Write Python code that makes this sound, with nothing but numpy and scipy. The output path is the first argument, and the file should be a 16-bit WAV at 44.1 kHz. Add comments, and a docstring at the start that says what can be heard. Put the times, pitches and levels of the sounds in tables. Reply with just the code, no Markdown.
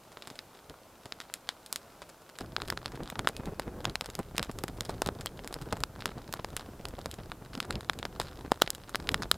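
"""A small fire of dry sticks in a forest, on one microphone: from a few metres, then close by.
Sap pockets burst as sharp pops over a fine crackle; steam sizzles out of wet ones, sap whistles from cracks.
Gas ignites in soft puffs. Close up, the flames roar and flutter as tongues tear off.
Air in the tree tops gives a steady hush behind it."""
import sys
import numpy as np
from scipy import signal
from scipy.fft import rfft, irfft, next_fast_len
from scipy.io import wavfile
from scipy.ndimage import uniform_filter1d, map_coordinates

SR = 44100
rng = np.random.default_rng(int(sys.argv[2]) if len(sys.argv) > 2 else 0)


def waveform_to_disk(signal):
    """Save audio, clipped to [-1, 1], as 16-bit WAV at the path in sys.argv[1]."""
    frames = np.transpose(np.atleast_2d(signal))
    scaled = np.clip(frames, -1, 1) * 32767
    samples = np.round(scaled).astype(np.int16)
    wavfile.write(sys.argv[1], SR, samples)


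N = 413216
CLOSE_S = 2.405  # close perspective from here on

# pop colour through the microphone windshield: f/Hz, gain/dB
POP_COLOUR = [(100, 5), (400, 13), (1400, 18), (2350, 11.5), (3100, 13.5), (3950, 16.5), (4420, 12.5),
              (5100, 14.5), (5900, 4.5), (6900, 9.5), (10400, 4.5), (12500, 1), (15000, -6.5)]


def amp(db):
    return 10 ** (np.asarray(db) / 20)


def unit(x):
    return x / np.sqrt(np.mean(x ** 2) + 1e-20)


def wobble(rate_hz):
    """Smooth random curve, rate_hz knots a second."""
    knots = rng.standard_normal(int(N * rate_hz / SR) + 4)
    return map_coordinates(knots, [np.arange(N) * rate_hz / SR])


def filtered(x, response):
    """Apply a complex response(hz) along the last axis."""
    n = x.shape[-1]
    padded = next_fast_len(n + 4096)
    return irfft(rfft(x, padded) * response(np.fft.rfftfreq(padded, 1 / SR)), padded)[..., :n]


def noise(spectrum, channels=1):
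    """Noise of rms 1, shaped by (f/Hz, level/dB) points on a log axis."""
    points_hz, db = np.transpose(spectrum)
    white = rng.standard_normal((channels, N))
    return unit(filtered(white, lambda hz: amp(np.interp(np.log(hz + 1), np.log(points_hz), db))))


def placed(times_s, rows):
    """Sum short sounds, one a row, at their start times."""
    at = np.round(np.asarray(times_s) * SR).astype(int)[:, None] + np.arange(rows.shape[1])
    return np.bincount(at.ravel(), rows.ravel(), N + SR)[:N]


def pop_coloured(rows, bass_db=0, treble_db=0):
    """Minimum-phase filter per row: POP_COLOUR plus shelves at 1.5 and 6 kHz."""
    hz = np.fft.rfftfreq(1024, 1 / SR)
    shelves_db = np.outer(bass_db, 1 / (1 + (hz / 1500) ** 4))
    shelves_db += np.outer(treble_db, 1 - 1 / (1 + (hz / 6000) ** 6))
    cepstrum = irfft(np.log(amp(np.interp(hz, *np.transpose(POP_COLOUR)) + shelves_db)))
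    half = cepstrum.shape[1] // 2
    cepstrum[:, 1:half] *= 2  # fold onto positive time
    cepstrum[:, half + 1:] = 0
    impulse = irfft(np.exp(rfft(cepstrum)))[:, :half]
    return signal.fftconvolve(rows, impulse, axes=1)[:, :rows.shape[1]]


def forest():
    """Hush of air in the tree tops, slightly lower close to the fire."""
    spectrum = [(15, -34), (30, -1.5), (100, -0.5), (350, -1), (620, 0), (1250, -6), (1480, -6),
                (1700, -13.5), (2600, -14.5), (7000, -19.5), (15000, -27)]  # tree-top hush: f/Hz, relative density/dB
    close_db = np.where(np.arange(N) > CLOSE_S * SR, -1.5, 0)
    return amp(-56 + close_db + 0.55 * wobble(3.43)) * noise(spectrum)[0]


def whistles():
    """Sap whistles out of a crack: thin tones that waver as they die."""
    tones = [(3.33, 2520, -63, 1.6), (3.366, 2520, -46, .03), (5.269, 3200, -33, .03)]  # sap whistles: t/s, f/Hz, level/dB, t60/s
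    t = np.arange(N) / SR
    wavering_s = np.cumsum(1 + 0.0083 * wobble(30)) / SR
    return sum(amp(db - 60 * np.abs(t - start_s) / t60_s) * (t > start_s)
               * np.sin(2 * np.pi * hz * wavering_s) for start_s, hz, db, t60_s in tones)


def sizzles(size=5000):
    """Steam leaves wet pockets in uneven spits and dies away."""
    wet_pockets = [(0.174, -56, 0.046), (0.305, -51, 0.068), (1.059, -54, .05), (1.21, -46, 0.1),
                   (1.344, -47, 0.094), (1.494, -60, 0.046), (3.277, -37, 0.073), (4.43, -37, 0.073),
                   (4.684, -47, .04), (4.897, -43, 0.082), (5.48, -50, 0.06), (5.73, -48, .05),
                   (6.059, -39, 0.081), (6.57, -45, 0.076), (7.605, -41, 0.055), (7.712, -52, 0.066),
                   (8.201, -43.5, 0.21), (8.949, -41, 0.069)]  # t/s, level/dB, t60/s (capped below)
    times_s, db, t60_s = np.transpose(wet_pockets)[..., None]
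    white = rng.standard_normal((len(db), 2, size))
    spits = amp(39 * uniform_filter1d(white[:, 1], size=50))
    steam = unit(pop_coloured(white[:, 0] * spits))
    envelope = amp(db - 60 * np.arange(size) / SR / np.clip(t60_s, .01, .2))
    return placed(times_s[:, 0], steam * envelope)


def puffs(small_count=70, typical_s=0.013, size=4410):
    """Gas ignites: one push of air inside a swell of dull turbulence; slower is deeper."""
    large = [(0.278, -50, 0.0087), (0.314, -47, 0.014), (0.708, -46, 0.027), (1.061, -43.5, 0.014),
             (2.412, -35, 0.014), (2.947, -40.5, 0.012), (3.006, -38.5, 0.012), (3.03, -42, 0.038),
             (3.126, -38, 0.012), (3.199, -39, 0.053), (3.297, -37.5, 0.012), (3.399, -37, 0.018),
             (3.436, -41.5, 0.014), (3.475, -36.5, 0.038), (3.68, -36, 0.031), (3.882, -36.5, 0.067),
             (4.2, -31.5, 0.021), (4.349, -38.5, 0.014), (4.404, -38.5, 0.057), (4.497, -33, 0.013),
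             (4.641, -29, 0.0083), (4.691, -42, 0.014), (4.935, -41.5, 0.069), (5.069, -32, 0.02),
             (5.565, -38, 0.015), (5.732, -28.5, 0.015), (5.81, -41.5, 0.079), (6.178, -40.5, 0.047),
             (6.397, -35.5, 0.0074), (6.538, -44.5, 0.02), (6.69, -44, 0.018), (7.0, -45, 0.0093),
             (7.704, -38, 0.043), (7.761, -36.5, 0.11), (8.057, -42, 0.0087), (8.203, -38, 0.014),
             (8.45, -36.5, 0.0092), (8.521, -27, 0.0058), (8.643, -39, 0.014), (9.076, -46, 0.063),
             (9.204, -40.5, 0.024)]  # large gas pockets: crest t/s, level/dB, nominal length/s
    when, strength, stretch = rng.random((small_count, 3)).T
    small = np.transpose([CLOSE_S + when * (N / SR - CLOSE_S),
                          -44.5 + 10 * (strength - .5),
                          typical_s * (0.42 + stretch ** 2)])
    crest_s, db, length_s = np.vstack([large, small]).T[..., None]
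    centre_hz = 258 * (typical_s / length_s) ** 0.37
    t = (np.arange(size) - size / 2) / SR
    swell = np.exp(-2.8 * (t / np.clip(length_s, .005, .06)) ** 2)
    gas = rng.standard_normal((len(db), size))
    gas[:, size // 2 - 30] += 25  # the push
    lump = swell * filtered(gas, lambda hz: 1j * hz / (0.53 * centre_hz + 1j * hz)
                            / (1 + 1j * hz / (0.54 * centre_hz)) / (1 + 1j * hz / 900))
    lump *= np.linalg.norm(swell, axis=1, keepdims=True) / np.linalg.norm(lump, axis=1, keepdims=True)
    return placed(crest_s[:, 0] - size / 2 / SR, lump * amp(db))


def flames(far_crackle_db=-62.5):
    """Roar and flutter surge as tongues of flame tear off, with crackle; from afar only faint ticks."""
    heat = [(2.41, -57, -48, -53), (2.6, -49, -49.5, -53), (3.2, -53, -46.5, -54), (3.4, -51, -49, -59.5),
            (3.75, -50, -41, -53), (4.02, -56, -59.5, -54), (4.25, -51, -55, -60.5),
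            (4.91, -47.5, -45.5, -53.5), (6.09, -53.5, -49, -55), (6.42, -51.5, -51.5, -53),
            (6.83, -51, -51, -55), (7.18, -50, -52.5, -54.5), (7.43, -55.5, -49.5, -52),
            (8.5, -50, -48, -54), (8.63, -55, -56, -51), (8.9, -54, -51.5, -58.5), (9.12, -48, -41, -53),
            (9.37, -49, -54.5, -64)]  # close flames: t/s, roar/dB, flutter/dB, crackle/dB
    roar_spectrum = [(15, -14), (28, 6.5), (70, 5.5), (130, -2), (250, -38)]  # deep roar: f/Hz, relative density/dB
    flutter_spectrum = [(50, -13), (110, 2), (260, -4), (450, -6.5), (1250, -21.5), (1600, -23),
                        (2600, -41), (6000, -45)]  # flame flutter: f/Hz, relative density/dB
    times_s, *levels_db = np.transpose(heat)
    t = np.arange(N) / SR
    roar_db, flutter_db, crackle_db = [np.interp(t, times_s, db) for db in levels_db]
    tearing = wobble(14)
    roar = amp(roar_db) * unit(noise(roar_spectrum)[0] * amp(1.5 * tearing))
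    flutter = amp(flutter_db) * unit(noise(flutter_spectrum)[0] * amp(2.6 * tearing + 3.6 * wobble(90)))
    close = t > CLOSE_S
    return (roar + flutter) * close + crackle(np.where(close, crackle_db, far_crackle_db))


def bursts(times_s, db, bass_db, treble_db, sputter_db, size=2600):
    """A pocket bursts: pressure pulse, splinters, sputtering steam, scatter from the trunks."""
    t = np.arange(size) / SR
    splinters, flow, steam, scatter = rng.standard_normal((len(times_s), 4, size)).swapaxes(0, 1)
    burst = .27 * splinters * amp(-60 * t / .006)
    burst[:, 0] -= 1.4  # pressure pulse
    spits = amp(40 * uniform_filter1d(flow, size=50))
    sputter = 0.18 * steam * spits * amp(-60 * t / 0.053) * (t > .002)
    burst += amp(np.minimum(sputter_db, -2))[:, None] * sputter
    scatter_db = np.where(times_s < CLOSE_S, -37, -54)[:, None]  # relatively louder from afar
    burst += scatter * amp(scatter_db - 60 * t / .13)
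    burst = pop_coloured(burst, bass_db, treble_db)
    # db sets the attack: 1.5-6 kHz energy of the first 3 ms, as rms over 2 ms
    band = signal.butter(2, [1500, 6000], "band", fs=SR, output="sos")
    attack = signal.sosfilt(band, burst[:, :round(SR * .003)])
    attack_rms = np.linalg.norm(attack, axis=1) / np.sqrt(SR * .002)
    return placed(times_s, burst * (amp(db) / attack_rms)[:, None])


def crackle(floor_db, count=330):
    """Tiny pops in loose clusters, mostly faint and dull; their levels follow the floor_db curve."""
    when, rarity, bass, treble = rng.random((count, 4)).T
    activity = np.cumsum(amp(5 * wobble(12)))
    at = np.searchsorted(activity, when * activity[-1])
    db = floor_db[at] - 2.6 * np.log(rarity + 1 / count)
    return bursts(at / SR, db, bass_db=4 + 22 * (bass - .5), treble_db=-9 + 18 * (treble - .5),
                  sputter_db=np.full(count, -14.), size=700)


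def pops(typical_db=-35):
    """Sap pockets burst; a violent one empties at once and sputters less."""
    sap_pockets = [(0.1194, -53, 8, -2), (0.172, -41.5, 6.5, -14), (0.223, -39.5, -9, -12),
                   (0.2735, -40.5, 1, 2), (0.302, -42.5, 7, 0), (0.3557, -50, -6, 2), (0.3906, -34, -3, -9),
                   (0.5503, -54, 6, -6), (0.6976, -43.5, -3, -2), (1.057, -43, 2, 0),
                   (1.123, -31, -1.5, -11), (1.2028, -35.5, -5, -8), (1.2133, -44, -12, -9),
                   (1.3397, -31, -17, 10.5), (1.473, -52, -4, -7), (1.4905, -24.5, -6, -7),
                   (1.6622, -43, -10, 6), (1.7273, -29.5, -3.5, 7.5), (1.7599, -29.5, -10.5, 4.5),
                   (2.0191, -43.5, 5, -6), (2.0923, -52, 7, 5), (2.2928, -50, 3, -3), (2.355, -50, -7, -7),
                   (2.3876, -37.5, -1, 3.5), (2.4083, -41.5, -18, -5), (2.565, -23.5, -7.5, -22.5),
                   (2.6022, -39.5, 4, -18), (2.6193, -31, 4, -10), (2.6777, -43, -3, 3),
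                   (2.6836, -39, -1, -3), (2.702, -24.5, -8, -2), (2.725, -35, 15, -9),
                   (2.775, -31.5, 7.5, -5), (2.859, -28.5, -10, -14), (2.8803, -44, 6, -7),
                   (2.9566, -45, 5, -4), (3.0341, -44, 1, -1), (3.076, -41, 1, -9), (3.101, -35, -1, 4.5),
                   (3.156, -38, 18, -14), (3.193, -27.5, 3.5, -5), (3.247, -43, 13, -5),
                   (3.2733, -16, 3, -13), (3.2886, -33, 2, 3.5), (3.3664, -37.5, -7, 9),
                   (3.4573, -43.5, -12, 0.5), (3.5969, -30.5, 12.5, 0.5), (3.6204, -46, -2, -12),
                   (3.845, -40.5, 11, 3), (3.8535, -23, -1.5, -14.5), (3.8974, -39, -17, -3),
                   (3.9558, -24.5, -4, -9), (4.0104, -27.5, 4.5, 0.5), (4.0596, -38, 4, 5),
                   (4.1011, -40.5, -3, -3), (4.1524, -35, 4, 1), (4.191, -38.5, 27, 12),
                   (4.3664, -42, -3, 2), (4.381, -22.5, -3.5, 0.5), (4.395, -27, 8, -10),
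                   (4.4286, -28.5, -4, -2), (4.5143, -46.5, -5, 12), (4.5879, -38, 3, 1),
                   (4.6379, -32.5, 8, 9), (4.6815, -37, 2, -4), (4.808, -27, -2, 2.5),
                   (4.851, -42.5, -9, -1), (4.8946, -37, 17, -3), (5.0196, -26.5, 14.5, 0.5),
                   (5.062, -32, 11, 5), (5.0729, -37, -1, 3), (5.0888, -31, 21, -8), (5.21, -39.5, 9, -1),
                   (5.26, -30.5, 3.5, 6.5), (5.2696, -38, -12, -18), (5.4458, -43, 11, -1),
                   (5.4757, -36.5, 1, 5), (5.527, -41, 13, 4), (5.5416, -33, -1, 4), (5.615, -45, 3, 2),
                   (5.707, -52, -1, -13), (5.7263, -29.5, 10, -2), (5.769, -42.5, 15, 2),
                   (5.8047, -45, 0, 9), (5.8367, -22, 0, -1.5), (6.0064, -41, -6, -11),
                   (6.0223, -37, -1, -16), (6.0573, -24.5, 7, 1), (6.0782, -44, 6, -10),
                   (6.0907, -44, -5, -12), (6.3267, -36, -4, 6), (6.3386, -31, 8, 8),
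                   (6.393, -43.5, 16, -20), (6.4464, -33, 12, -0.5), (6.5666, -30.5, 4, 6.5),
                   (6.5956, -41, 13, -5), (6.6098, -43, 6, -5), (6.8543, -32, -4, -8),
                   (6.8858, -46, -10, 10), (6.9899, -44, 15, 2), (7.059, -33, 8, 3), (7.1136, -39, -22, 4),
                   (7.141, -43, 3, 6), (7.3179, -34, 4.5, -6), (7.533, -44, -3, -9), (7.5525, -36, 6, -8),
                   (7.603, -25, -1.5, -10), (7.628, -39.5, 8, -9), (7.7074, -27.5, 3, -3.5),
                   (7.7261, -41, -13, -7), (7.7555, -34, -32, -11), (7.8085, -40, 4, -1),
                   (7.8975, -20, 1.5, -10.5), (7.9338, -40.5, -2, -2), (7.989, -38, -4, -3.5),
                   (8.0287, -32, 2, -25), (8.0531, -30, 14, -5), (8.1998, -27.5, 11, 1),
                   (8.206, -38.5, -15, -8), (8.2158, -35.5, 5, 4), (8.2839, -45, 5, -8),
                   (8.5189, -21, 18.5, 2), (8.6155, -33, -8, -10), (8.6196, -8.5, 1, -2),
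                   (8.663, -42, -3, -16), (8.6763, -30, 2, -15), (8.704, -27.5, -13, 4.5),
                   (8.7496, -39.5, 0, 7), (8.894, -43, 2, 6), (8.947, -28.5, 8, -22), (8.9568, -24.5, 5, 2),
                   (9.0725, -38, -6, -9), (9.091, -20, -13.5, -10.5), (9.1167, -42, -3, 5),
                   (9.1439, -19.5, -1.5, -8.5), (9.2219, -32.5, 5, -7.5), (9.226, -35, -2, -3),
                   (9.2332, -33, -7, -17), (9.3144, -8.5, -2, 2), (9.343, -42, 2, -1)]  # t/s, attack level/dB, bass shelf/dB, treble shelf/dB
    times_s, db, bass_db, treble_db = np.transpose(sap_pockets)
    sputter_db = -18 - .95 * (db - typical_db) + 3 * rng.standard_normal(len(db))
    return bursts(times_s, db, bass_db, treble_db, sputter_db)


def scene():
    """Fire and forest, the same in both channels."""
    return np.tile(pops() + sizzles() + puffs() + whistles() + flames() + forest(), (2, 1))


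def record(dry, ceiling=.5, hiss_db=-67, rolloff_hz=15400, cutoff_hz=16600):
    """The microphone rounds the peaks; each channel adds its own hiss; the top rolls off, then ends."""
    hiss_spectrum = [(20, 4), (120, -5), (500, -1.5), (1500, -7), (4000, -1), (14800, 5), (16500, -12)]  # channel hiss: f/Hz, relative density/dB
    rounded = dry / (1 + np.abs(dry / ceiling) ** 6) ** (1 / 6)
    noisy = rounded + amp(hiss_db) * noise(hiss_spectrum, channels=2)
    return filtered(noisy, lambda hz: (hz < cutoff_hz) / np.sqrt(1 + (hz / rolloff_hz) ** 40))


dry = scene()
out = record(dry)
waveform_to_disk(out)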